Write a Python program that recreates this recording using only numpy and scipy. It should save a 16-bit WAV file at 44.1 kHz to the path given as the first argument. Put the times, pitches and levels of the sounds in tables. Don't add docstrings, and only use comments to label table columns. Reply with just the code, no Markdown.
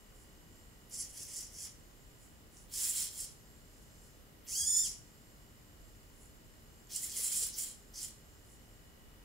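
import sys
import numpy as np
from scipy import signal
from scipy.fft import rfft, irfft
from scipy.io import wavfile
from scipy.ndimage import uniform_filter1d

SR = 44100
rng = np.random.default_rng(int(sys.argv[2]) if len(sys.argv) > 2 else 0)


def dump_mix(stems):
    frames = np.atleast_2d(stems).T
    limited = np.clip(frames, -1, 1)
    pcm = np.round(limited * 32767).astype(np.int16)
    wavfile.write(sys.argv[1], SR, pcm)


def gain_from_db(level_db):
    decades = np.asarray(level_db, float) / 20
    return 10 ** decades


N = 407484
TIME = np.arange(N) / SR
FREQ = np.arange(N // 2 + 1) * SR / N + 1e-3


def level(x, db):
    return x * gain_from_db(db) / np.sqrt(np.mean(x ** 2))


def colour(table):
    hz, db = np.transpose(table)
    return np.interp(np.log(FREQ), np.log(hz), db)


def ring(hz, width_hz):
    return 1 / (1 + 1j * (FREQ ** 2 - hz ** 2) / (FREQ * width_hz))


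def ring_bank(table):
    return sum(gain_from_db(db) * ring(hz, width_hz) ** 2 for hz, width_hz, db in table)


def shape(x, gain):
    return irfft(rfft(x) * gain, N)


def walk(rate_hz):
    k = int(SR / rate_hz)
    held = rng.standard_normal(N // 20)[np.arange(N) // k]
    return 1.3 * uniform_filter1d(uniform_filter1d(held, k), k)


def ticks(phase):
    return np.diff(np.floor(phase), prepend=0)


def air():
    # f/Hz, density/dB per Hz
    mid_spectrum = [(12, -24), (24, -5.5), (36, 2), (70, -3), (130, -6), (250, -12), (500, -16), (800, -22),
                    (1500, -25), (2500, -28.5), (4000, -30.5), (8000, -32), (14600, -31), (15900, -32)]
    # f/Hz, level/dB
    side_over_mid = [(60, -5), (110, -11), (200, -4), (380, -4.5), (700, -1.5), (1290, 2), (2380, 1),
                     (4400, 0.5), (8120, -2), (15000, -61)]
    # f/Hz, rms level/dB
    hum_lines = [(229, -76), (298, -79), (411, -82)]
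    mid_db = colour(mid_spectrum)
    mid = shape(rng.standard_normal(N), gain_from_db(mid_db))
    side = shape(rng.standard_normal(N), gain_from_db(mid_db + colour(side_over_mid)))
    hum = np.zeros(N)
    for hz, db in hum_lines:
        gain = np.sqrt(2) * gain_from_db(db + 1.5 * walk(2.89))
        hum += gain * np.sin(2 * np.pi * hz * TIME + .5 * walk(3.7))
    return level(np.array([mid + side, mid - side]), -58) + hum


def regulator():
    pulse_hz = 49.258
    # f/Hz, width/Hz, level/dB
    coil_rings = [(1935, 75, .5), (2150, 200, -13), (2935, 130, 0)]
    return level(shape(ticks(TIME * pulse_hz), ring_bank(coil_rings)), -77) * gain_from_db(walk(.7))


def holding_servos():
    pulse_rates_hz = 119, 132, 129.2, 97.4
    # f/Hz, width/Hz, level/dB
    hold_rings = [(4270, 110, -7.5), (5050, 490, -6.5), (6180, 310, -7), (7020, 210, 1), (7540, 134, 5),
                  (8480, 310, -6), (10000, 220, -8.5), (11500, 54, -1)]
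    # t/s, level/dB
    buzz_levels = [(0, -71.5), (1.8, -68), (2.5, -74), (3.4, -66.5), (3.7, -68), (4.15, -67.5), (4.25, -76),
                   (4.4, -74), (5.1, -67.5), (5.5, -70.5), (5.9, -68.5), (6.4, -71), (6.8, -69.5),
                   (7.9, -67.5), (8.25, -68.5), (8.75, -72), (9.24, -77)]
    pulses = np.zeros(N)
    for hz in pulse_rates_hz:
        phase = np.cumsum(hz * (1 + .0004 * walk(2.4))) / SR
        pulses += ticks(phase) * gain_from_db(0.77 * walk(13))
    grit = gain_from_db(-3.0) * rng.standard_normal(N) * gain_from_db(2.7 * walk(10))
    buzz = shape(level(pulses, 0) + grit, ring_bank(hold_rings))
    return level(buzz, 0.1) * gain_from_db(np.interp(TIME, *np.transpose(buzz_levels)))


def pushes(rows, coast_db_per_s):
    spin_up_curve = 1.41
    effort, shell = np.full(N, 1e-11), np.full(N, 1e-11)
    for s, rise_s, hold_s, db, shell_db in rows:
        near = slice(max(int((s - .3) * SR), 0), int((s + .6) * SR))
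        t = TIME[near] - s
        spin_up = np.clip(1 + t / rise_s, 0, 1) ** spin_up_curve
        coast = gain_from_db(db - coast_db_per_s * np.clip(t - hold_s, 0, 1))
        power = (spin_up * coast) ** 2
        effort[near] += power
        shell[near] += power * gain_from_db(shell_db) ** 2
    return effort, shell


def efforts(rows, sides):
    full_effort_db, knee_db, stall_slope = -40, -9.5, 1.4
    effort, shell = pushes(rows, 237)
    hiss, _ = pushes(rows, 480)
    low_db, top_db, low_slope, top_slope, inertia_s = sides
    main_db, lag = 10 * np.log10(effort), int(inertia_s * SR)

    def under(power, db, slope):
        slow_db = 10 * np.log10(abs(uniform_filter1d(power, lag)) + 1e-11) - full_effort_db
        stalled_db = stall_slope * slow_db + knee_db * (slope - stall_slope)
        return db + full_effort_db - main_db + np.minimum(slope * slow_db, stalled_db)

    shell_db = 10 * np.log10(shell / effort)
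    return main_db, under(effort, low_db, low_slope), shell_db, under(hiss, top_db, top_slope)


def whine_runs():
    # t/s at top speed, tooth rate f/Hz, whine over scrape level/dB
    slow_whine = [
        (1.0, 1070, -8),
        (1.22, 920, -6),
        (1.385, 1020, -5),
        (1.6, 860, -6),
    ]
    # t/s, tooth rate f/Hz
    fast_whine = [
        [(4.49, 850), (4.54, 1440), (4.575, 1640), (4.645, 1655), (4.69, 1760), (4.76, 1738), (4.83, 1815),
         (4.855, 1560), (4.89, 1050)],
        [(6.925, 1150), (6.95, 1400), (6.975, 1570)],
    ]
    sag_per_s, round_s, fade_db_per_s, half_s = 5.5, .02, 120, .075
    free_db, top_speed_hz, db_per_octave = (4.5, 0), 1750, 12
    dt = np.linspace(-half_s, half_s, 9)
    off = np.hypot(dt, round_s) - round_s
    runs = []
    for s, hz, db in slow_whine:
        runs.append(np.transpose([s + dt, hz * (1 - sag_per_s * off), db - fade_db_per_s * off]))
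    for run, db in zip(fast_whine, free_db):
        runs.append([(s, hz, db + db_per_octave * np.log2(hz / top_speed_hz)) for s, hz in run])
    return runs


def spans(tables, rest):
    rows = []
    for table in tables:
        first, last = table[0], table[-1]
        rows += [(first[0] - .006, *rest(first)), *table, (last[0] + .006, *rest(last))]
    s, *columns = np.transpose(rows)
    return [np.interp(TIME, s, column) for column in columns]


def tooth_whine(tooth_hz, waver, flicker_db, teeth=10):
    # multiple, level/dB
    tooth_orders = [(1, -13), (2, .5), (3, 4), (4, 3.5), (5, -4), (6, -16), (7, -24)]
    phase = np.cumsum(tooth_hz * (1 + waver * walk(250))) / SR
    wobble = 1 + 0.2 * np.cos(2 * np.pi * phase / teeth)
    tones = np.zeros(N)
    for k, db in tooth_orders:
        gain = gain_from_db(db + flicker_db * walk(110))
        tones += gain * np.cos(2 * np.pi * (k * phase + rng.random()))
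    return level(tones, 0) * wobble


def gear_trains():
    tooth_hz, whine_db = spans(whine_runs(), lambda row: (row[1], -50))
    singing = tooth_whine(tooth_hz, .006, 2.8) * gain_from_db(whine_db)
    lurching = sum(tooth_whine(hz * gain_from_db(1.4 * walk(30)), .02, 5.) for hz in (900, 1250))
    return singing, singing + gain_from_db(-15) * lurching


def moving_servo(effort, spectrum, whine):
    # f/Hz, width/Hz, level/dB
    housing_rings = [(3710, 150, -3.5), (3840, 310, -4), (5400, 130, 5), (7000, 72, 12), (7440, 420, 5.5),
                     (8100, 620, -5), (8800, 180, 7), (9150, 450, -4), (10570, 1250, 13.5)]
    band_edges_hz = 4400, 6400, 8150, 9300, 12000
    main_db, low_db, shell_db, top_db = effort
    peaks = sum((gain_from_db(db) - 1) * abs(ring(hz, width_hz)) for hz, width_hz, db in housing_rings)
    housing = gain_from_db(colour(spectrum)) * (1 + peaks)
    steps = [1 / (1 + (edge / FREQ) ** 40) for edge in band_edges_hz]
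    bands = -np.diff([np.ones_like(FREQ), *steps, np.zeros_like(FREQ)], axis=0)
    scrape = level(rng.standard_normal(N) * gain_from_db(1.4 * walk(700) + 0.9 * walk(170)), 0)
    main_db = main_db + walk(45)
    frame = housing ** .6
    out = shape(whine, frame / np.sqrt(np.mean(frame ** 2))) * gain_from_db(main_db)
    song_db = 10 * np.log10(1 + uniform_filter1d(whine ** 2, size=800))
    main_db, top_db = main_db - song_db, top_db + 1.5 * song_db
    for band, db in zip(bands, (low_db, shell_db, -4.3, -7.5, -4.5, top_db)):
        gain = housing * band / np.sqrt(np.mean((housing * band) ** 2))
        out = out + shape(scrape, gain) * gain_from_db(main_db + db + 1.26 * walk(30))
    return out


def shoulder(whine):
    # t/s at full effort, spin-up/s, hold/s, level/dB, shell ring/dB
    push_rows = [(.17, .06, 0.062, -67.5, -9), (.94, 0.046, .025, -46.5, -2),
                 (1.002, 0.055, 0.0073, -40, -4), (1.1, 0.05, 0.046, -54, -8),
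                 (1.21, 0.09, 0.017, -43.5, -4), (1.29, 0.058, .01, -48.5, -5),
                 (1.37, 0.085, .015, -42, -3), (1.43, 0.045, 0.0096, -49.5, 1),
                 (1.56, .04, 0.029, -53, 1.5), (1.62, 0.14, 0.019, -45.5, -4.5),
                 (2.235, 0.079, 0.019, -63.5, -11), (2.575, 0.099, 0.04, -61, -8),
                 (3.75, .06, 0.12, -73, -6), (4.03, .05, 0.039, -68.5, -9), (4.5, .04, .02, -45.5, 1),
                 (4.54, 0.057, 0.06, -35, -4.5), (4.61, 0.14, 0.077, -34, -5.5),
                 (4.75, 0.099, 0.045, -33, -2.5), (4.84, 0.067, .02, -35, -2),
                 (6.23, 0.13, 0.013, -61.5, -15), (8.52, 0.13, 0.014, -63, -8), (8.635, .03, .01, -74, 0)]
    sides = -22.5, -13, 0.3, .7, 0.1
    # f/Hz, density/dB per Hz
    spectrum = [(470, -61), (800, -30.5), (1510, -32), (1970, -22), (2560, -26), (3330, -21.5),
                (4200, -24.5), (5220, -19), (6620, -11.5), (7140, 0), (9640, -1), (10800, 7.5),
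                (11900, -16), (14000, -12), (15900, -17.5)]
    return moving_servo(efforts(push_rows, sides), spectrum, whine)


def elbow(whine):
    # t/s at full effort, spin-up/s, hold/s, level/dB, shell ring/dB
    push_rows = [(2.755, 0.06, 0.037, -39.5, -6), (2.84, 0.11, .011, -34.5, -10),
                 (2.895, 0.025, 0.0068, -33, -11.5), (2.97, .05, 0.026, -35.5, -10.5),
                 (3.03, 0.087, 0.0037, -36.5, -5), (3.2, 0.1, 0.017, -39, -8),
                 (6.945, 0.066, .011, -45.5, 0), (6.965, 0.056, 0.0065, -38.5, -11),
                 (7.035, 0.07, 0.0082, -37.5, -13.5), (7.1, 0.044, .021, -45.5, -3.5),
                 (7.17, 0.066, 0.0096, -38, -7), (7.255, 0.14, 0.0073, -34, -12.5),
                 (7.32, 0.032, 0.018, -35.5, -11), (7.37, .04, 0.016, -33, -10),
                 (7.435, 0.044, 0.0037, -34, -9), (7.535, 0.024, .015, -53, 8.5),
                 (7.595, 0.042, 0.032, -35.5, -12.5), (7.68, .04, .011, -47.5, -8.5),
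                 (7.975, 0.049, 0.021, -49, 3), (8.03, 0.057, 0.019, -43, -14)]
    sides = -17, -5.5, 0.74, 1.14, 0.086
    # f/Hz, density/dB per Hz
    spectrum = [(470, -76), (800, -29), (1500, -26.5), (1990, -21), (2790, -22), (3170, -15.5), (4790, -14),
                (5290, -13), (6540, -8.5), (7510, 3.5), (8190, -0.5), (10100, -6), (12200, -14.5),
                (13700, -4.5), (15900, -6.5)]
    return moving_servo(efforts(push_rows, sides), spectrum, whine)


def knocks():
    # t/s, peak level/dB, ring f/Hz, cycles to fade
    frame_knocks = [
        (4.621, -47.5, 78.4, 6.9),
        (5.8, -45.5, 40.8, 2.7),
        (7.194, -45, 474, 1.6),
        (7.422, -48, 474, 3.3),
    ]
    # t/s, peak level/dB, f/Hz
    gear_clicks = [
        (0.898, -42, 10100),
        (2.57, -41, 5900),
        (2.6988, -47, 7770),
        (4.4804, -40, 7310),
        (6.8718, -46, 7000),
        (7.942, -46, 5050),
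    ]
    hits = [(s, db, hz, cycles / hz) for s, db, hz, cycles in frame_knocks]
    hits += [(s, db, hz, 0.00078) for s, db, hz in gear_clicks]
    out = np.zeros(N)
    for s, db, hz, fade_s in hits:
        t = np.clip(TIME - s, 0, 1)
        out += gain_from_db(db) * np.sin(2 * np.pi * hz * t) * np.exp(-t / fade_s)
    return out


def room(x, wet_db, t60_s=0.3):
    t = TIME[:SR // 2]
    decay = np.exp(-np.log(1000) * t / t60_s) * np.clip(t / 0.00065, 0, 1)
    tail = rng.standard_normal((2, len(t))) * decay
    return signal.fftconvolve(x[None], level(tail, wet_db) / np.sqrt(len(t)), axes=1)[:, :N]


def scene():
    # f/Hz, level/dB
    lean = [(60, -2), (1000, -3), (3000, -2), (4400, 4), (5500, 2.5), (7300, -9), (8500, -3.5),
            (10500, 2.5), (13500, -3)]
    # f/Hz, level/dB
    echo_colour = [(500, 1), (2000, 2), (3500, 4.5), (5500, 4), (8000, -1), (15000, -8.5)]
    singing, mixed = gear_trains()
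    robot = shoulder(singing) + elbow(mixed) + holding_servos() + knocks()
    coil = regulator()
    wall = gain_from_db(-1.5) * np.roll(coil, int(.0071 * SR)) * np.array([[1], [-.45]])
    direct = np.array([shape(robot, gain_from_db(sign * colour(lean) / 2)) for sign in (1, -1)])
    echoes = room(shape(robot, gain_from_db(colour(echo_colour))), -7.0)
    return gain_from_db(-3.0) * direct + echoes + coil + wall + air()


def roll_off(x):
    return signal.sosfilt(signal.butter(12, 16090, fs=SR, output="sos"), x)


def record(dry):
    top_hz = 15750
    cut = np.array([shape(channel, FREQ < top_hz) for channel in dry])
    return roll_off(cut)


dry = scene()
out = record(dry)
dump_mix(out)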